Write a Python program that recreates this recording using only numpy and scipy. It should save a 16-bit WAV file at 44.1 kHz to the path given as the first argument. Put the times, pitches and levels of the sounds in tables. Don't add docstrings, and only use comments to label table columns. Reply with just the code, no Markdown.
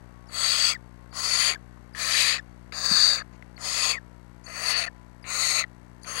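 import sys
import numpy as np
from scipy import signal
from scipy.fft import rfft, irfft, next_fast_len
from scipy.io import wavfile
from scipy.ndimage import uniform_filter1d, map_coordinates

SR = 44100
rng = np.random.default_rng(int(sys.argv[2]) if len(sys.argv) > 2 else 0)


def digitize_waveform(pressure):
    field = np.atleast_2d(pressure).T
    bounded = np.clip(field, -1, 1)
    quanta = np.round(bounded * 32767).astype(np.int16)
    wavfile.write(sys.argv[1], SR, quanta)


def volts_from_decibels(level):
    exponent = np.asarray(level, float) / 20
    return 10 ** exponent


N = 273420
T = np.arange(N) / SR
FIELD_HZ = 59.94

# (centre [Hz], width [Hz], level [dB])
TRACT_MODES = [(1360, 76, -7), (1960, 220, -6.5), (2530, 160, -10.5), (4080, 78, -10), (4396, 200, -3),
               (4562, 140, 2.5), (5000, 66, -13.5), (5970, 100, -12), (6615, 140, -6), (7124, 77, -6),
               (8130, 160, -9.5), (8980, 160, -15.5), (9950, 190, -8), (12000, 110, -25)]


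def along(points, hz):
    f, v = np.transpose(points)
    return np.interp(np.log(hz + 1), np.log(f + 1), v)


def unit(x):
    return x / np.sqrt(np.mean(x ** 2, axis=-1, keepdims=True) + 1e-20)


def wobble(rate, n):
    knots = rng.standard_normal(int(n * rate / SR) + 4)
    return map_coordinates(knots, [np.arange(n) * rate / SR])


def filtered(x, response):
    m = next_fast_len(x.shape[-1] + 8192)
    spectrum = rfft(x, m) * response(np.fft.rfftfreq(m, 1 / SR))
    return irfft(spectrum, m)[..., :x.shape[-1]]


def noise(spectrum, n):
    return unit(filtered(rng.standard_normal(n), lambda hz: volts_from_decibels(along(spectrum, hz))))


def add(track, s, x):
    part = track[round(s * SR):][:len(x)]
    part += x[:len(part)]


def resonances(modes, f, home=None):
    total = 0
    for (centre, width, db), home_mode in zip(modes, home or modes):
        sign = (-1) ** (home_mode[0] // 2200)
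        ring = 1j * f * width
        total = total + sign * volts_from_decibels(db) * ring / (centre * centre - f * f + ring)
    return total


def valleys(dips, f):
    return volts_from_decibels(sum(db * np.exp(-((f - c) / w) ** 2) for c, w, db in dips))


def owlet():
    # (time [s], level [dB])
    efforts = [
        [(0.297, -59), (0.305, -57), (0.351, -36.5), (0.467, -24), (0.699, -24), (0.731, -36.5), (0.765, -57)],
        [(1.126, -57.5), (1.164, -42.5), (1.248, -32.5), (1.418, -23), (1.496, -21.5), (1.55, -36),
         (1.565, -72)],
        [(1.948, -55.5), (1.996, -38), (2.186, -23), (2.326, -24.5), (2.374, -37), (2.394, -48), (2.4, -74)],
        [(2.722, -39), (2.734, -43), (2.958, -21.5), (3.09, -20.5), (3.162, -30), (3.212, -44.5),
         (3.225, -57.5)],
        [(3.578, -67.5), (3.652, -35.5), (3.76, -30.5), (3.816, -28), (3.83, -25.5), (3.914, -27), (3.985, -66)],
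        [(4.44, -100), (4.47, -71), (4.48, -60), (4.71, -26), (4.832, -31), (4.88, -46), (4.89, -89)],
        [(5.242, -80.5), (5.288, -50.5), (5.354, -40), (5.434, -31), (5.6, -28.5), (5.642, -50.5), (5.65, -95)],
        [(6.05, -50), (6.054, -57.5), (6.084, -47), (6.192, -37.5), (6.2, -38)],
    ]
    # (chest [dB], throat [dB], bill [dB], air [dB])
    region_levels = [(-14, -10, -13, -10), (-14.5, -7.5, -9, -10.5), (-12.5, -5, -9.5, -9),
                     (-15, -16.5, -6.5, -21.5), (-12, -8, -10, -8), (-10, -6, -8, -10.5),
                     (-7.5, -3.5, 0, -4), (-1, -1.5, 2.5, -6)]
    throat_growth = [0.95, 1, 0.78, 0.57, 0.75, 0.55, 0.38, 0.85]
    shut_times = [0.023, 0.036, 0.05, 0.027, 0.028, 0.037, 0.033, .03]
    # (centre [Hz], width [Hz], level [dB])
    postures = [
        [(1324, 61, -14.5), (3350, 46, -3), (4020, 58, -8.5), (6270, 79, -12), (7920, 170, -9)],
        [(1090, 140, -8), (2650, 394, -23.5), (3130, 22, -4), (6790, 240, -12), (9560, 180, -8.5)],
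        [(1810, 160, 3.5), (2460, 200, 3), (2935, 39, -2.5), (3950, 100, -10.5), (4740, 296, -8.5)],
        [(1650, 200, 1.5), (3762, 350, -3.5), (4614, 100, 7), (5220, 34, -29), (6500, 33, -5)],
        [(1090, 140, -11), (2520, 55, -2.5), (4860, 55, -3.5), (5160, 130, -1), (6860, 320, -5.5)],
        [(657, 94, -4.5), (1800, 280, -10), (2550, 310, -9), (6500, 140, -12), (10240, 180, -12)],
        [(1320, 46, -16), (2340, 280, -5.5), (4310, 860, -3.5), (6000, 95, -15), (6500, 100, 1)],
        [(1420, 73, -6), (2730, 23, -4), (6430, 120, 3.5), (7000, 68, -8), (10100, 460, 4)],
    ]
    # (centre [Hz],
    # width [Hz], gain [dB])
    echo_valleys = [
        [(3220, 260, -2.5), (5500, 100, -6), (8600, 200, -9)],
        [(3200, 400, -3), (6220, 120, -8), (8650, 370, -13)],
        [(3930, 130, 6), (5740, 150, 6), (10810, 250, -14)],
        [(3175, 300, -13.5), (5540, 450, -8.5), (7430, 340, -12.5)],
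        [(5540, 430, -9), (7660, 200, 4.5), (9000, 160, 4)],
        [(3280, 300, -8), (5000, 120, -5), (7670, 480, -6.5)],
        [(3310, 340, -10), (5300, 400, -8), (5880, 130, -11)],
        [(3590, 500, -5.5), (7700, 250, -12), (8800, 200, -1)],
    ]
    # (centre [Hz], width [Hz], start level [dB], end level [dB])
    head_turns = [
        [(2800, 500, -3, 5.5), (4200, 150, -1.5, -5.5), (5250, 150, -3.5, 6), (6500, 300, -6, 2),
         (9950, 200, -9, -5), (5000, 200, 5, 5)],
        [(4150, 170, -6, -1), (5120, 290, 10.5, -7.5), (5830, 230, 6, -9.5), (9200, 200, 1, 2.5),
         (11000, 500, -5, 3), (4550, 200, -3, 5), (6700, 400, 3, -5), (2100, 400, -5, 3)],
        [(3300, 200, -0.5, -1), (4200, 120, 4, 4), (4520, 120, -5, -3), (5620, 430, 5, -4), (7300, 430, 0.5, 4),
         (10280, 400, 3.5, 4.5)],
        [(3200, 200, -3, -9), (5600, 250, 5, 3.5), (7600, 250, -1.5, 7), (9950, 200, -8, -7),
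         (8200, 400, -2, -1), (11500, 500, 6.5, -2)],
        [(1500, 180, 0, -10), (2600, 300, -8, 5), (4230, 250, 5, -4), (5640, 230, 8, -10), (8800, 270, -9, -6),
         (10800, 400, -6, -1)],
        [(4300, 180, -3, 6), (3000, 400, 2, 5.5), (5300, 300, 5, 5), (5700, 150, 8, 6), (7200, 210, -15, -1),
         (10600, 400, 0, -3)],
        [(1600, 120, -9, -6), (4150, 250, 3, 6), (3300, 330, -3, 3), (5600, 450, -1, 4.5), (6650, 250, 4, 6),
         (9700, 350, -9, -1)],
        [(1400, 170, 0, -2), (3200, 500, -1, 3), (5400, 300, 11, 5), (7150, 200, 2, -9), (8600, 300, 1, -4),
         (4800, 200, 5, 3)],
    ]
    # (peep start [s], peep end [s], first pitch [Hz], peep level [dB], narrowing level [dB])
    endings = [(0.748, 0.768, 2050, -31.5, -31.5), (1.554, 1.566, 1800, -36, -31),
               (2.379, 2.403, 2000, -31.5, -37), (3.207, 3.223, 1860, -31, -38.5),
               (3.964, 3.99, 2036, -31, -29.5), (4.87, 4.89, 2007, -31, -32.5),
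               (5.637, 5.646, 2105, -25.5, -30)]
    peep_overtones = [-26, -25, -20, -45, -30, -45, -45]
    # (start [s], end [s], level [dB])
    leaks = [
        (.268, 0.297, -65),
        (4.436, 4.471, -53),
        (6.015, 6.054, -53.5),
    ]
    # (time [s], length [s], depth [dB])
    catches = [(0.7415, .002, -18), (0.76, 0.007, -15), (1.53, .0015, -15), (1.5425, 0.002, -18),
               (1.558, 0.005, -24), (2.378, 0.0018, -19), (2.396, .007, -12), (4.835, .002, -15),
               (4.859, 0.0028, -26), (5.631, 0.0015, -15), (5.6365, .001, -8), (6.058, 0.0032, -5)]
    # (start [s], end [s], first pitch [Hz], level [dB], overtones [dB])
    whistles = [(0.287, 0.298, 4800, -47, -21), (1.114, 1.127, 4750, -53, -22),
                (1.933, 1.947, 5150, -54, -12), (3.564, 3.578, 4520, -46.5, -33),
                (5.223, 5.244, 5170, -57, -12), (6.04, 6.049, 4840, -42, -12)]
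    # (start [s], end [s], pitch [Hz], level [dB], overtones [dB])
    squeaks = [(0.269, 0.276, 5400, -60, -20), (0.287, .292, 7000, -58, -30),
               (4.436, 4.444, 5000, -58.5, -15), (4.442, 4.456, 6500, -47, -30),
               (4.458, 4.467, 6850, -47, -30), (4.462, 4.474, 4500, -38, -16),
               (4.839, 4.851, 4250, -37, -40), (6.016, 6.021, 4950, -62, -6)]
    # (time [s], peak level [dB], pitch [Hz], crack level [dB])
    pops = [(0.2969, -40.5, 1360, -5.5), (1.061, -49, 1500, -12), (1.1286, -40, 1330, -11.5),
            (1.774, -44, 1120, -28), (1.949, -34.5, 1800, -10), (2.7226, -32.5, 2100, -5),
            (3.4251, -35.5, 2040, -13), (3.579, -37.5, 2100, -7), (4.467, -42, 1420, -3),
            (5.242, -35, 2050, -22), (6.047, -39, 1960, -9)]
    narrow_s, whistle_end_hz, pop_t60_s = 0.085, 4180, 0.01

    breath, notes = np.zeros(N), np.zeros(N)
    for rows, regions_db, grows, shut_s, extra, dips, turn in zip(
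            efforts, region_levels, throat_growth, shut_times, postures, echo_valleys, head_turns):
        voice = hiss(rows, regions_db, grows, shut_s, TRACT_MODES + extra, dips, turn,
                     spill_db=-5.5, flutter_db=0.8)
        add(breath, rows[0][0], voice)
    for (start, end, hz, db, narrow_db), over_db in zip(endings, peep_overtones):
        add(breath, start - narrow_s, closing(narrow_s, 2500, 1.03 * hz, narrow_db, width_hz=380))
        add(notes, start, peep(end - start, hz, 0.82 * hz, db, over_db))
    for start, end, db in leaks:
        add(breath, start, leak(end - start, db))
    breath *= volts_from_decibels(sum(db * np.exp(-((T - s) / length) ** 2) for s, length, db in catches))

    for start, end, hz, db, over_db in whistles:
        add(notes, start, peep(end - start, hz, whistle_end_hz, db, over_db))
    for start, end, hz, db, over_db in squeaks:
        add(notes, start, peep(end - start, hz, hz, db, over_db))
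    t = T[:SR // 20]
    for s, db, hz, crack_db in pops:
        crack = volts_from_decibels(crack_db) * np.diff(rng.standard_normal(len(t) + 1))
        decay = volts_from_decibels(db + 4.5 - 60 * t / pop_t60_s)
        add(notes, s, decay * (np.sin(2 * np.pi * hz * t) + 0.26 * crack))
    return breath + notes


def hiss(rows, regions_db, throat_grows, shut_s, modes, dips, turn, spill_db, flutter_db):
    # (frequency [Hz], level [dB])
    spill_spectrum = [(180, -64), (300, -11), (915, -7), (1060, -4), (1510, -9.5), (1900, -8), (3640, -9.5),
                      (4520, -18), (5610, -46), (6850, -12.5), (10000, -18), (13300, -15.5), (16000, -33.5)]
    # (centre [Hz], width [Hz], level [dB])
    wall_valleys = [(341, 124, -10.5), (882, 89, -8.5), (1585, 89, -3.5), (2180, 76, -5.5),
                    (4870, 110, -0.5), (4800, 77, 4.5)]
    borders_hz = [1650, 3300, 5500, 7600]
    # chest, bill, air [dB/dB]
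    growth = (0.29, 0.52, 0.63)
    # chest, throat, bill, air [dB]
    shut_levels = (-0.5, 2, -24, -26.5)
    # time [s], length [s], depth [dB]
    half_shut = (4.752, .026, -13)
    # chest, throat, bill, air [dB]
    open_levels, open_s = (-5.5, 6, -26, -14), 0.018

    s, effort_db = np.transpose(rows)
    n = round((s[-1] - s[0]) * SR)
    t = s[0] + np.arange(n) / SR
    flow = volts_from_decibels(flutter_db * wobble(45, n) + 0.3 * wobble(220, n))
    air = unit(drifting(flow * rng.standard_normal(n), modes))
    air = air + volts_from_decibels(spill_db) * flow * noise(spill_spectrum, n)
    air = patches(air, depth_db=1.4)
    air = filtered(air, lambda f: valleys(dips + wall_valleys, f) / (1 + (f / 13500) ** 5))

    before = [(c, w, db) for c, w, db, _ in turn]
    after = [(c, w, db) for c, w, _, db in turn]
    first = filtered(air, lambda f: valleys(before, f))
    last = filtered(air, lambda f: valleys(after, f))
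    air = first + np.linspace(0, 1, n) * (last - first)

    cuts_hz = np.array([1, *borders_hz, SR * 9])[:, None]

    def split(f):
        above = 1 / (1 + (cuts_hz / (f + 1)) ** 16)
        return np.sqrt(np.abs(np.diff(above, axis=0)))

    chest, throat, pipe, bill, top = unit(filtered(air, split))

    pipe_db, full_db = np.interp(t, s, effort_db), effort_db.max()
    opening = np.exp((s[0] - t) / open_s)
    shutting = np.exp((t - s[-1]) / shut_s) * (s[-1] < T[-SR // 10])
    follow_db = []
    for db, grows, open_db, shut_db in zip(
            regions_db, np.insert(growth, 1, throat_grows), open_levels, shut_levels):
        swell = full_db + db + grows * (pipe_db - full_db)
        follow_db.append(swell + open_db * opening + shut_db * shutting)
    gape_s, gape_length_s, gape_db = half_shut
    gape = volts_from_decibels(gape_db * np.exp(-((t - gape_s) / gape_length_s) ** 2))
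    edge = np.clip(np.minimum(t - s[0], s[-1] - t) / 0.0012, 0, 1)
    others = np.sum(volts_from_decibels(follow_db) * [chest, throat, gape * bill, gape * top], 0)
    return edge * (volts_from_decibels(pipe_db) * pipe + others)


def drifting(air, modes):
    move = rng.standard_normal((len(modes), 2)) * [0.015, 2]

    def shaped(way):
        shape = []
        for (c, w, db), (shift, gain_db) in zip(modes, move):
            moves = abs(c - 4600) > 100
            shape.append((c * (1 + way * shift * moves), w, db + way * gain_db))
        return filtered(air, lambda f: resonances(shape, f, modes) / (1 + (500 / (f + 1)) ** 3))

    u = np.linspace(0, 1, len(air))
    return (1 - u) * shaped(-1) + u * shaped(1)


def patches(x, depth_db):
    z = signal.stft(x, nperseg=256)[2]
    field = uniform_filter1d(rng.standard_normal(z.shape), 2, 0)
    field = uniform_filter1d(field, 24, 1)
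    return signal.istft(z * volts_from_decibels(depth_db * field / np.std(field)), nperseg=256)[1][:len(x)]


def closing(length, hz0, hz1, db, width_hz):
    u = np.arange(round(length * SR)) / (length * SR)
    turn = 2 * np.pi * np.cumsum(hz0 + (hz1 - hz0) * u ** 3.68) / SR
    sway = wobble(1.6 * width_hz, len(u)) * np.sin(turn) + wobble(1.6 * width_hz, len(u)) * np.cos(turn)
    return volts_from_decibels(db - 1.5) * np.sin(np.pi * u ** 1.8) ** 0.5 * sway


def peep(length, hz0, hz1, db, over_db):
    u = np.arange(round(length * SR)) / (length * SR)
    turn = 2 * np.pi * np.cumsum(hz0 + (hz1 - hz0) * u ** 1.5) / SR
    tone = np.sin(turn)
    for k in range(3):
        if (k + 2) * hz0 < 11000:
            tone = tone + volts_from_decibels(over_db - 3 * k + rng.normal(0, 2.5)) * np.sin((k + 2) * turn)
    return volts_from_decibels(db + 1.0 + 2.5 * wobble(350, len(u))) * np.sin(np.pi * u) ** 0.64 * tone


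def leak(length, db):
    n = round(length * SR)
    air = filtered(rng.standard_normal(n),
                   lambda f: resonances(TRACT_MODES, f) / (1 + (5000 / (f + 1)) ** 4))
    return volts_from_decibels(db + 5 * wobble(250, n)) * np.hanning(n) ** 0.7 * unit(air)


def feet():
    # (time [s], peak level [dB], pitch [Hz], t60 [s])
    knocks = [
        (1.499, -40.5, 370, 0.034),
        (1.799, -51, 199, 0.044),
        (2.188, -47, 257, 0.025),
        (2.669, -52.5, 171, 0.049),
        (2.911, -21.5, 179, 0.026),
        (2.936, -43, 200, .04),
        (3.015, -48, 190, .04),
        (3.329, -54, 178, 0.053),
    ]
    # (start [s], end [s], level [dB])
    shuffles = [
        (3.324, 3.368, -55.5),
    ]
    litter_modes = [(500, 500, 8), (2320, 840, 5.5), (4500, 540, 2), (6700, 500, 1.5)]  # Hz, width Hz, dB
    out, t = np.zeros(N), T[:SR // 8]
    soft_start = (1 - np.exp(-t / 0.0068)) ** 2
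    for s, db, hz, t60 in knocks:
        board = np.sin(2 * np.pi * 1.055 * hz * t) + 0.25 * np.sin(2 * np.pi * 1.9 * hz * t)
        add(out, s, -volts_from_decibels(db + 20.0 - 60 * t / t60) * soft_start * board)
    for start, end, db in shuffles:
        n = round((end - start) * SR)
        scrape = unit(filtered(rng.standard_normal(n), lambda f: resonances(litter_modes, f)))
        add(out, start, volts_from_decibels(db + 3.3 * wobble(143, n)) * np.hanning(n) ** 0.45 * scrape)
    return out


def box(x):
    t = T[:SR // 12]
    tail = rng.standard_normal(len(t)) * volts_from_decibels(-60 * t / 0.03) * (t > 0.0012)
    return x + volts_from_decibels(-17) * signal.fftconvolve(x, tail / np.linalg.norm(tail))[:N]


def buzz():
    # (time [s], blanking dip [dB], bright area [dB],
    # end of bright area [0-1 of a field], hiss [dB])
    picture = [(0, -42, -37.5, 0.38, -55), (.8, -38, -41.5, 0.49, -56), (2.5, -35.5, -47, 0.64, -56),
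               (4.201, -36, -49, 0.6, -57), (6.2, -35, -77, 0.96, -56.5)]
    # (frequency [Hz], level [dB])
    floor_spectrum = [(190, -21.5), (330, -1.5), (459, -1.5), (959, -1), (1230, -4), (1370, -2.5),
                      (1490, -3.5), (1910, -4.5), (3750, -21.5), (4390, -22.5), (7360, -26.5),
                      (8090, -30.5), (11800, -26.5), (14000, -47)]
    # (centre [Hz], width [Hz], level [dB])
    hollow_modes = [(2505, 150, -7), (2920, 99.3, -5), (4500, 130, 8.5), (6425, 130, 7)]
    scan_hz, field_start_s = 15734.3, 0.00944
    s, *cols = np.transpose(picture)
    dip_db, bright_db, bright_end, hiss_db = [np.interp(T, s, c) for c in cols]
    u = (FIELD_HZ * (T - field_start_s) + 0.1) % 1 - 0.1

    def step(at, soft):
        return 0.5 + 0.5 * np.tanh((u - at) / soft)

    blank = step(0.0013, 0.041) - step(0.13, 0.019)
    bright = step(0.145, 0.012) - step(bright_end, 0.13)
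    tick = volts_from_decibels(-50.0) * np.exp(-((u + 0.0847) / 0.0063) ** 2)
    for at, db in [(-0.048, -43), (0.013, -53), (0.137, -48)]:
        tick = tick - volts_from_decibels(db) * np.exp(-((u - at) / 0.0016) ** 2)
    field = volts_from_decibels(bright_db) * bright - volts_from_decibels(dip_db) * blank - tick

    half_scan = volts_from_decibels(-79.5) * (1 - step(-0.05, 0.011) + step(0.14, 0.01)) * np.sin(np.pi * scan_hz * T)
    sideband_spectrum = [(13800, -56.5), (14000, -15.0), (15300, -17.0),
                         (15600, -12), (15750, -1.5), (15950, -8.5)]
    whistle = np.sin(2 * np.pi * scan_hz * T) + 0.9 * noise(sideband_spectrum, N)
    scan = volts_from_decibels(-55.5 + 3.5 * wobble(43, N)) * whistle
    line_hiss = filtered(noise(floor_spectrum, N), lambda f: valleys(hollow_modes, f))
    line_hiss = volts_from_decibels(hiss_db + 0.23 * wobble(5.4, N)) * line_hiss
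    return field - np.mean(field) + half_scan + scan + line_hiss


def drone():
    # (time [s], pitch [Hz], level [dB])
    whine = [(0, 1135, -61.5), (.3, 1090, -64), (.8, 1042, -61.5), (1.1, 1090, -64), (1.7, 1086, -65.5),
             (2.6, 990, -65.5), (3.33, 1030, -65), (3.5, 979, -67), (4.0, 978, -63.5), (4.2, 945, -62),
             (4.45, 1007, -62), (4.9, 1011, -63.5), (5.2, 984, -62), (5.75, 1002, -64.5), (6.2, 1062, -65)]
    # (ratio [times the pitch], level [dB])
    whine_lines = [(.68, -6), (.86, -4.5), (1, 1.5), (1.12, -4.5), (1.41, -5.5)]
    s, hz, db = np.transpose(whine)
    total = 0
    for ratio, part_db in whine_lines:
        level = volts_from_decibels(np.interp(T, s, db) + part_db + 2.5 * wobble(6, N))
        pitch = np.interp(T, s, hz) * (1 + 0.005 * wobble(5, N))
        total = total + level * np.sin(ratio * 2 * np.pi * np.cumsum(pitch) / SR)
    return total


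def dropouts(x, soft_db, loud_db):
    # (frequency [Hz], share [0-1])
    kept_share = [(12100, 1), (12600, .75), (13100, .42), (14200, .4), (14900, .65), (15400, .88),
                  (15600, 1.1)]
    hz, t, z = signal.stft(x, SR, nperseg=1024)
    treble_power = np.sum(np.abs(z[(hz > 7600) & (hz < 12000)]) ** 2, 0)
    treble = np.sqrt(uniform_filter1d(treble_power, size=2))
    band, block = (hz // 345).astype(int), np.arange(len(t)) // 2

    luck = rng.random((band[-1] + 1, len(t)))
    spread = uniform_filter1d(luck + 0.5 * luck[0], 3, 0)
    spread = uniform_filter1d(spread, 5, 1) + 0.2 * luck
    rank = np.argsort(np.argsort(spread, axis=1), axis=1) / len(t)

    quiet_top_hz = 13500 - 700 * (luck[1, block] < 0.2)
    top_hz = np.where(treble > volts_from_decibels(soft_db), 15150, quiet_top_hz)
    lucky = rank[band][:, block] < along(kept_share, 345 * band + 172)[:, None]
    kept = np.where(treble > volts_from_decibels(loud_db), lucky, hz[:, None] < top_hz)
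    return signal.istft(z * kept, SR, nperseg=1024)[1][:N]


def scene():
    # (frequency [Hz], level [dB])
    line_response = [(11500, 2.5), (12400, -0.5), (12700, -4.5), (14300, 0.5), (15600, -7)]
    # (frequency [Hz], level [dB])
    rumble_spectrum = [(15, -14.5), (30, 3), (70, -0.5), (120, 2), (170, 0), (330, -17.5), (500, -51)]
    # (frequency [Hz], level [dB])
    idle_spectrum = [(20, -15), (120, -9), (300, -3.5), (600, -21), (1200, -32), (9000, -35.5),
                     (11000, -47)]
    air = box(owlet() + feet())
    air = air + 0.1 * filtered(air ** 2, lambda f: 1 / (1 + (600 / (f + 1)) ** 4))
    air = filtered(air, lambda f: volts_from_decibels(along(line_response, f)))
    air = air + drone() + volts_from_decibels(-57) * noise(rumble_spectrum, N)
    hum = volts_from_decibels(-79.0) * np.sin(2 * np.pi * FIELD_HZ * T + 0.9)
    idle = hum + volts_from_decibels(-76.2) * air + volts_from_decibels(-84.5) * noise(idle_spectrum, N)
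    return np.array([air + buzz(), idle])


def band_limit(x):
    return signal.sosfilt(signal.butter(12, 17160, fs=SR, output="sos"), x)


def record(dry):
    line = filtered(dry, lambda f: 1j * f / (12 + 1j * f) * (f < 15830))
    mix = np.array([dropouts(line[0], soft_db=-57, loud_db=-47), line[1]])
    return band_limit(mix)


dry = scene()
out = record(dry)
digitize_waveform(out)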